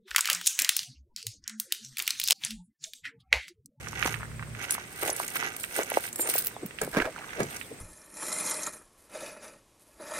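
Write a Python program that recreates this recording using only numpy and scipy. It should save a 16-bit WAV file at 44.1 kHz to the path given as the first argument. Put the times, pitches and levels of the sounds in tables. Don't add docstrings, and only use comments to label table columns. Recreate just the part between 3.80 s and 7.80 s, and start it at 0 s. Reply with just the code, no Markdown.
import sys
import numpy as np
from scipy import signal
from scipy.fft import rfft, irfft
from scipy.io import wavfile

SR = 44100
rng = np.random.default_rng(int(sys.argv[2]) if len(sys.argv) > 2 else 0)


def pcm_store(signal):
    levels = np.round(np.clip(np.atleast_2d(signal), -1, 1) * 32767)
    wavfile.write(sys.argv[1], SR, levels.astype(np.int16).T)


N = 176400
T = np.arange(N) / SR


def from_db(db):
    return 10 ** (np.asarray(db) / 20)


def rms_one(x):
    return x / np.sqrt(np.mean(x ** 2) + 1e-20)


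def panned(db):
    return rms_one(from_db(np.array([[db], [-db]]) / 2))


def lag_at(s):
    # t/s, lag/s
    lag_curve = [(.25, .00013), (2.3, .00023), (3.2, .0001), (3.6, -.00028)]
    return np.interp(s, *np.transpose(lag_curve))


def coloured(x, points):
    size = 2 ** 18
    hz, db = np.transpose(points)
    bins_hz = np.arange(size // 2 + 1) * SR / size
    gain = from_db(np.interp(np.log(bins_hz + 1), np.log(hz), db))
    cepstrum = irfft(np.log(gain))[:size // 2]
    response = np.exp(2 * rfft(cepstrum, size))
    return rms_one(irfft(rfft(x, size) * response)[..., :N])


def band(x, hz, width):
    width = max(width, 1.05)
    edges = [hz / width, min(hz * width, .45 * SR)]
    return signal.sosfilt(signal.butter(2, edges, "band", fs=SR, output="sos"), x + 1e-18)


def swell(s, rise, fall, db):
    return from_db(db - 20 * np.minimum(np.maximum((s - T) / rise, (T - s) / fall), 10))


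def swells(rows):
    return np.sqrt(sum(swell(*row) ** 2 for row in rows))


def add(out, s, x):
    i = max(int(s * SR), 0)
    out[..., i:i + x.shape[-1]] += x[..., :max(N - i, 0)]


def wander(per_s):
    return np.interp(T * per_s, np.arange(N), rng.standard_normal(N))


def uneven(per_s, spread_db):
    levels = np.clip(rng.standard_normal(4000), -1.8, 1.8)
    return rms_one(from_db(spread_db * np.interp(T * per_s, np.arange(4000), levels)))


def contacts(per_s, spread_db):
    lag_spread_s = .00009
    at = np.flatnonzero(rng.random(N) < per_s / SR)
    level_db = spread_db * np.minimum(rng.exponential(1, N), 3.5)
    size = (from_db(level_db) * rng.choice([-1, 1], N))[at]
    lag = ((lag_at(at / SR) + lag_spread_s * rng.standard_normal(N)[at]) * SR).astype(int)
    out = np.zeros((2, N))
    out[0, np.clip(at + lag, 0, N - 1)] = size
    out[1, at] = size
    return out


def grains(per_s, spread_db, low_hz, high_hz, width, count=10):
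    pitches = np.geomspace(low_hz, high_hz, count)
    return rms_one(sum(band(contacts(per_s / count, spread_db), hz, width) for hz in pitches))


def ringing(x, low_hz, high_hz, t60, ring_db, count=40):
    t = T[:SR // 8]
    modes = low_hz + (high_hz - low_hz) * (np.arange(count) + rng.random(count))[:, None] / count
    body = np.sin(2 * np.pi * (modes * t + rng.random((count, 1)))).sum(axis=0) * from_db(-60 * t / t60)
    rung = signal.fftconvolve(x, body[None] / np.linalg.norm(body), axes=1)[:, :N]
    return rms_one(x + from_db(ring_db) * rung)


def air(points, alike_hz):
    shared, own = rng.standard_normal(N), rng.standard_normal((2, N))
    low = signal.butter(1, alike_hz, "low", fs=SR)
    high = signal.butter(1, alike_hz, "high", fs=SR)
    return coloured(signal.lfilter(*low, shared) + signal.lfilter(*high, own), points)


def rumble():
    # f/Hz, relative level per hertz/dB
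    rumble_colour = [(20, -35), (55, 10), (120, 1.5), (220, -1.5), (600, -61.5)]
    # t/s, gain/dB
    rumble_course = [(0, -45.5), (.2, -42.5), (.32, -39), (.73, -41), (.8, -51.5), (2.1, -63.5), (4, -59.5)]
    # f/Hz, gain before the course/dB
    hum_lines = [(113, -2.5), (152, -6.5), (226, -13)]
    waver_hz = 3
    drone = 0
    for hz, db in hum_lines:
        gain = from_db(db) * uneven(per_s=31, spread_db=2.5)
        cycles = np.cumsum(hz + waver_hz * wander(per_s=25)) / SR
        drone = drone + gain * np.sin(2 * np.pi * cycles)
    noise = air(rumble_colour, alike_hz=88) * from_db(-4.5)
    return (noise + drone) * from_db(np.interp(T, *np.transpose(rumble_course)))


def yard():
    # f/Hz, relative level per hertz/dB
    yard_colour = [(25, -7.5), (60, -3.5), (130, 5.5), (450, 3.5), (800, -3), (1400, -3.5), (2200, -1),
                   (3200, -9.5), (5000, -11.5), (7200, -11), (8400, -7.5), (10000, -13.5), (16000, -21.5)]
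    hiss_db, breeze_db, breeze_hz, bump_hz = -48.5, -69.5, 42, 115
    hiss = from_db(hiss_db) * air(yard_colour, alike_hz=670)
    breeze = from_db(breeze_db) * rms_one(band(rng.standard_normal((2, N)), breeze_hz, 1.9))
    bump = swell(s=.72, rise=.47, fall=.14, db=-37) * np.sin(2 * np.pi * bump_hz * T)
    return (hiss + rumble() + bump + breeze) * panned(db=-1.5)


def flutter():
    lowpass = signal.butter(2, 190, fs=SR, output="sos")
    return rms_one(signal.sosfilt(lowpass, rng.standard_normal((2, N))))


def insect():
    mid_hz, sag_hz, pulses_per_s, trill_db = 8250, 303, 19, -58
    cycle = np.cumsum(pulses_per_s * (1 + .15 * wander(per_s=15))) / SR % 1
    tone = np.sin(2 * np.pi * np.cumsum(mid_hz - sag_hz * (cycle - .5)) / SR)
    return from_db(trill_db) * rms_one(tone * (.6 + flutter()) * np.sin(np.pi * cycle))


def bird():
    # onset t/s, length/s, start f/Hz, end f/Hz, peak level before flutter/dB
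    bird_notes = [(2.735, .04, 4000, 3200, -55), (3.35, .065, 4450, 3900, -59),
                  (3.472, .055, 4000, 2900, -54), (3.69, .045, 3900, 3100, -55),
                  (3.81, .05, 4200, 3000, -53)]
    second_voice_s, second_voice_db = .018, -8
    out = np.zeros(N)
    for s, length, start_hz, end_hz, db in bird_notes:
        u = np.linspace(0, 1, int(length * SR))
        glide = np.sin(2 * np.pi * np.cumsum(start_hz + (end_hz - start_hz) * u) / SR)
        note = from_db(db) * np.sin(np.pi * u) * glide
        add(out, s, note)
        add(out, s + second_voice_s, from_db(second_voice_db) * note)
    return out * (1 + .5 * flutter())


def door():
    # peak t/s, rise/s, fall/s, level before panning/dB
    rasp_swells = [(3.018, 0.01, 0.059, -30), (3.143, 0.014, 0.026, -27.5), (3.172, 0.031, 0.082, -22.5),
                   (3.223, 0.014, 0.013, -24.5), (3.255, 0.018, 0.027, -28.5), (3.606, 0.025, 0.044, -26.5)]
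    # f/Hz, relative level per hertz/dB
    seal_colour = [(40, -3), (150, -7), (600, 0.5), (900, -4), (1700, 2), (2350, -4.5), (3100, -14.5),
                   (6000, -19), (16000, -28.5)]
    # peak t/s, rise/s, fall/s, level/dB, f/Hz
    thump_rows = [(2.834, 0.023, 0.019, -32, 395), (2.854, 0.028, 0.026, -34, 164),
                  (3.02, 0.0063, 0.03, -28.5, 454), (3.036, 0.022, 0.073, -38, 197),
                  (3.173, 0.012, 0.041, -20, 297), (3.262, 0.0087, 0.04, -28.5, 510),
                  (3.607, 0.035, 0.052, -27, 440), (3.613, 0.019, 0.087, -30.5, 163),
                  (3.915, 0.011, 0.046, -38, 340)]
    slips = contacts(per_s=2800, spread_db=3.5)
    rasp = ringing(slips, low_hz=297, high_hz=2540, t60=0.032, ring_db=-16.5, count=12)
    out = coloured(rasp, seal_colour) * swells(rasp_swells) * panned(db=-4.5)
    for s, rise, fall, db, hz in thump_rows:
        level = swell(s, rise, fall, db)
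        thump = band(contacts(per_s=2100, spread_db=3.0), hz, 1.42) * level
        out += rms_one(thump) * np.sqrt(np.mean(level ** 2))
    return out


def cloth():
    # peak t/s, rise/s, fall/s, level before panning/dB
    rummage_swells = [(1.23, 0.012, 0.14, -30.5), (1.275, 0.036, 0.047, -34.5), (1.992, 0.03, 0.06, -27.5),
                      (2.396, 0.0086, 0.022, -29), (2.47, 0.11, 0.041, -36)]
    # f/Hz, relative level per hertz/dB
    cloth_colour = [(100, -29), (230, -28), (340, 1.5), (440, 1.5), (700, -3), (1000, -9.5), (2000, -6.5),
                    (5000, -31.5)]
    rustle = coloured(contacts(per_s=1100, spread_db=4), cloth_colour)
    return rustle * swells(rummage_swells) * panned(db=-0.5)


def squeaks():
    # peak t/s, rise/s, fall/s, level before panning/dB, f/Hz
    squeak_rows = [(0.924, .006, 0.022, -26, 10000), (1.33, 0.0064, 0.011, -26.5, 10250),
                   (2.412, 0.02, 0.019, -24.5, 12750), (2.41, 0.032, 0.13, -29.5, 8740),
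                   (2.42, 0.038, 0.05, -32, 7350), (2.42, 0.036, 0.028, -36.5, 7430),
                   (2.552, .02, .022, -26, 14800), (2.588, .02, 0.037, -25, 15300)]
    width_hz = 55
    out = np.zeros((2, N))
    for s, rise, fall, db, hz in squeak_rows:
        steps = rng.standard_normal((2, N))
        phase = np.cumsum(steps, axis=1) * np.sqrt(2 * np.pi * width_hz / SR)
        out += np.sqrt(2) * swell(s, rise, fall, db) * np.sin(2 * np.pi * hz * T + phase)
    return out


def keys():
    # peak t/s, rise/s, fall/s, level before panning/dB
    jingle_swells = [(.26, .08, 0.16, -39), (.84, 0.02, 0.025, -37), (.945, 0.019, 0.018, -30.5),
                     (1.287, 0.16, 0.047, -31.5), (1.42, 0.2, 0.28, -37), (1.56, 0.057, 0.064, -34),
                     (1.8, 0.045, 0.29, -39.5), (1.98, 0.086, 0.1, -32.5), (2.15, 0.059, 0.18, -36.5),
                     (2.255, 0.055, 0.046, -32), (2.41, 0.062, 0.16, -38), (2.505, 0.023, 0.024, -24),
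                     (2.557, 0.062, 0.042, -26), (2.587, 0.024, 0.078, -28.5), (2.68, 0.037, 0.062, -37.5),
                     (3.05, 0.081, 0.2, -44), (3.76, 0.36, 0.2, -46)]
    # f/Hz, relative level per hertz/dB
    key_colour = [(1000, -35), (3000, -12), (4500, -8.5), (6200, -12.5), (7400, -11), (8700, 3),
                  (10000, -6), (12600, -4.5), (13600, -9.5), (15200, -5), (16500, -33)]
    # peak t/s, rise/s, fall/s, level before panning/dB
    scrape_swells = [(2.5, .035, 0.035, -40), (2.555, .035, 0.12, -38)]
    slide = ringing(contacts(per_s=5000, spread_db=3.5), low_hz=5570, high_hz=15500, t60=0.068, ring_db=-32.0)
    jingle = coloured(slide, key_colour) * swells(jingle_swells) * uneven(per_s=210, spread_db=5.5)
    catches = band(contacts(per_s=700, spread_db=4.5), hz=5300, width=2.1)
    teeth = rms_one(catches) * swells(scrape_swells)
    return (jingle + squeaks() + teeth) * panned(db=-2.0)


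def clinks(count=60):
    # t before the delay/s, level before level_db/dB, f of the strongest modes/Hz,
    # left over right/dB
    clink_rows = [(0.0835, -27, 6500, -8), (0.2582, -20, 6100, -3), (0.9064, -9, 9100, -1),
                  (0.9195, -16, 9700, 9), (1.276, -19, 8700, -5), (1.299, -15.5, 6300, -3),
                  (1.3623, -21, 9100, -2), (1.478, -20, 8500, -3), (1.554, -17.5, 12100, -1),
                  (1.763, -22, 10900, -2), (1.8336, -21, 7550, -6), (1.962, -18, 9300, -2),
                  (2.0307, -20.5, 8400, 1), (2.0986, -20, 10300, -3), (2.3273, -22, 8250, -5),
                  (2.3573, -18.5, 9500, -2), (2.3877, -22.5, 12300, -3), (2.471, -18, 8800, -1),
                  (2.489, -16, 12100, -2), (2.5045, -28, 13500, -1.5), (2.5384, -15, 14600, 8),
                  (2.559, -16, 8790, -3), (2.579, -12, 13000, 0), (2.6452, -19, 11700, -4),
                  (2.6587, -20, 15000, -0.5), (2.6678, -10.5, 12800, -4.0), (2.678, -28, 12000, -2),
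                  (2.86, -25, 12300, -3), (3.014, -15, 8600, 2), (3.034, -26, 14000, -3),
                  (3.6013, -25, 8400, 1), (3.6302, -23, 7030, 2), (3.7647, -24.5, 7300, 2)]
    delay_s, lead_s, rise_s, level_db = .0022, .006, .002, -8.5
    t60_s, ring_db, ring_s, octaves = .016, -12.5, .077, .43
    tick_db, tick_hz = -12, 2400
    out, t = np.zeros((2, N)), T[:SR // 12]
    before, after = np.maximum(lead_s - t, 0), np.maximum(t - lead_s, 0)
    decay = from_db(-60 * after / t60_s) + from_db(ring_db - 60 * after / ring_s)
    envelope = decay * from_db(-20 * before / rise_s)
    for s, db, hz, pan_db in clink_rows:
        modes = rng.uniform(1800, 16500, (count, 1))
        weight = 1 / (1 + (np.log2(modes / hz) / octaves) ** 2)
        phases = rng.random((2, count, 1))
        ring = rms_one(np.sum(weight * np.sin(2 * np.pi * (modes * t + phases)), axis=1))
        tick = rms_one(band(rng.standard_normal((2, len(t))), tick_hz, 2.4))
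        tick = tick * from_db(tick_db - 60 * after / t60_s)
        sound = (ring + tick) * envelope * from_db(db + level_db) * panned(pan_db)
        add(out, s + delay_s - lead_s, sound)
    return out


def snaps():
    # t before the delay/s,
    # pulse peak before level_db and panning/dB, f/Hz, left over right/dB
    snap_rows = [(0.07, -24.5, 1500, -12), (0.13, -29, 1050, -8), (0.179, -29.5, 1430, -18),
                 (0.226, -11.5, 1850, -25), (0.254, -24, 344, 1), (0.259, -17, 1210, -3),
                 (0.276, -21, 1000, -2), (0.341, -17.5, 1900, -28), (.407, -31, 1260, 1),
                 (0.43, -26.5, 1300, 0), (0.594, -26.5, 1520, -5), (0.625, -27, 1480, -5),
                 (0.631, -36, 1920, -6), (.749, -29, 1840, -7), (0.949, -23, 1460, -7),
                 (0.98, -26, 1020, -2), (1.225, -36.5, 905, -2), (1.28, -29, 603, -1),
                 (1.294, -23, 590, -2), (1.399, -19.5, 960, -4.5), (1.556, -23, 1390, 5),
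                 (1.626, -19, 1260, -4.0), (1.839, -20, 2040, -6), (1.989, -20.5, 486, 1),
                 (2.117, -21.5, 650, 0), (2.171, -10.5, 580, -2), (2.277, -27, 2200, -5),
                 (2.393, -30, 420, 0), (2.488, -29.5, 486, 4), (2.538, -19.5, 2090, -1),
                 (2.554, -22.5, 597, 1.5), (2.764, -30.5, 670, -2), (2.908, -32.5, 2000, -12),
                 (2.986, -22, 2420, -10), (3.014, -26.5, 480, 2), (3.075, -29, 470, 0),
                 (3.2, -16, 1700, -6), (3.25, -35, 590, -2), (3.531, -26, 1460, -10),
                 (3.812, -24, 2100, -14)]
    delay_s, width, level_db, settle_db, settle_s = .001, 1.436, 3, -16.5, .066
    out, t = np.zeros((2, N)), T[:SR // 10]
    passband = signal.butter(4, [166, 3400], "band", fs=SR, output="sos")
    for s, db, hz, pan_db in snap_rows:
        pulse = signal.sosfilt(passband, band(1.0 * (t == 0), hz, width))
        settle = rms_one(band(rng.standard_normal((2, len(t))), hz * 1.015, 1.425))
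        settle = settle * from_db(settle_db - 60 * t / settle_s)
        sound = (pulse / np.abs(pulse).max() + settle) * from_db(db + level_db) * panned(pan_db)
        add(out[0], s + delay_s + lag_at(s), sound[0])
        add(out[1], s + delay_s, sound[1])
    return out


def gravel():
    # peak t/s, rise/s, fall/s, level before panning/dB
    step_swells = [(.075, 0.25, 0.2, -44), (.265, 0.15, 0.12, -27.5), (.84, 0.094, 0.05, -34),
                   (.9, 0.11, 0.26, -36.5), (1.235, 0.14, 0.074, -36), (1.285, 0.049, 0.039, -31.5),
                   (1.44, 0.31, 0.067, -37), (1.56, 0.018, 0.018, -28.5), (1.645, 0.23, 0.17, -32),
                   (1.985, 0.1, 0.1, -31), (2.15, 0.12, 0.11, -31), (2.245, 0.051, 0.065, -37),
                   (2.47, 0.045, 0.25, -32), (3.76, 0.81, 0.079, -41)]
    # f/Hz, relative level per hertz/dB
    gravel_colour = [(100, -28), (300, -9.5), (600, -10.5), (1000, -12), (1500, -6.5), (2300, -7.5),
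                     (3200, -16.5), (4800, -24.5), (6300, -14.5), (8000, -31.5), (12000, -21), (16000, -71)]
    # peak t/s, rise/s, fall/s, level before panning/dB
    shift_swells = [(.41, 0.27, 0.21, -49), (.62, 0.7, 0.2, -51.5), (3.365, 0.034, 0.13, -38.5),
                    (3.415, 0.085, 0.055, -41), (3.5, 0.074, 0.13, -42)]
    # f/Hz, relative gain/dB
    grit_colour = [(200, -20), (600, 0), (1600, 9), (2400, 5), (3300, 7), (8000, -21)]
    stones = grains(per_s=1500, spread_db=2.5, low_hz=308, high_hz=11700, width=1.68)
    stones = ringing(stones, low_hz=482, high_hz=2760, t60=0.017, ring_db=-11.5, count=14)
    grinding = coloured(stones, gravel_colour) * swells(step_swells) * uneven(per_s=200, spread_db=2.5)
    grit = grains(per_s=870, spread_db=7.5, low_hz=630, high_hz=2390, width=1.2)
    ticking = coloured(grit, grit_colour) * swells(shift_swells)
    return (grinding + ticking) * panned(db=-6.0)


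def scene():
    return yard() + insect() + bird() + door() + cloth() + keys() + clinks() + snaps() + gravel()


def record(dry):
    return signal.sosfilt(signal.ellip(10, .1, 80, 16000, fs=SR, output="sos"), dry)


dry = scene()
out = record(dry)
pcm_store(out)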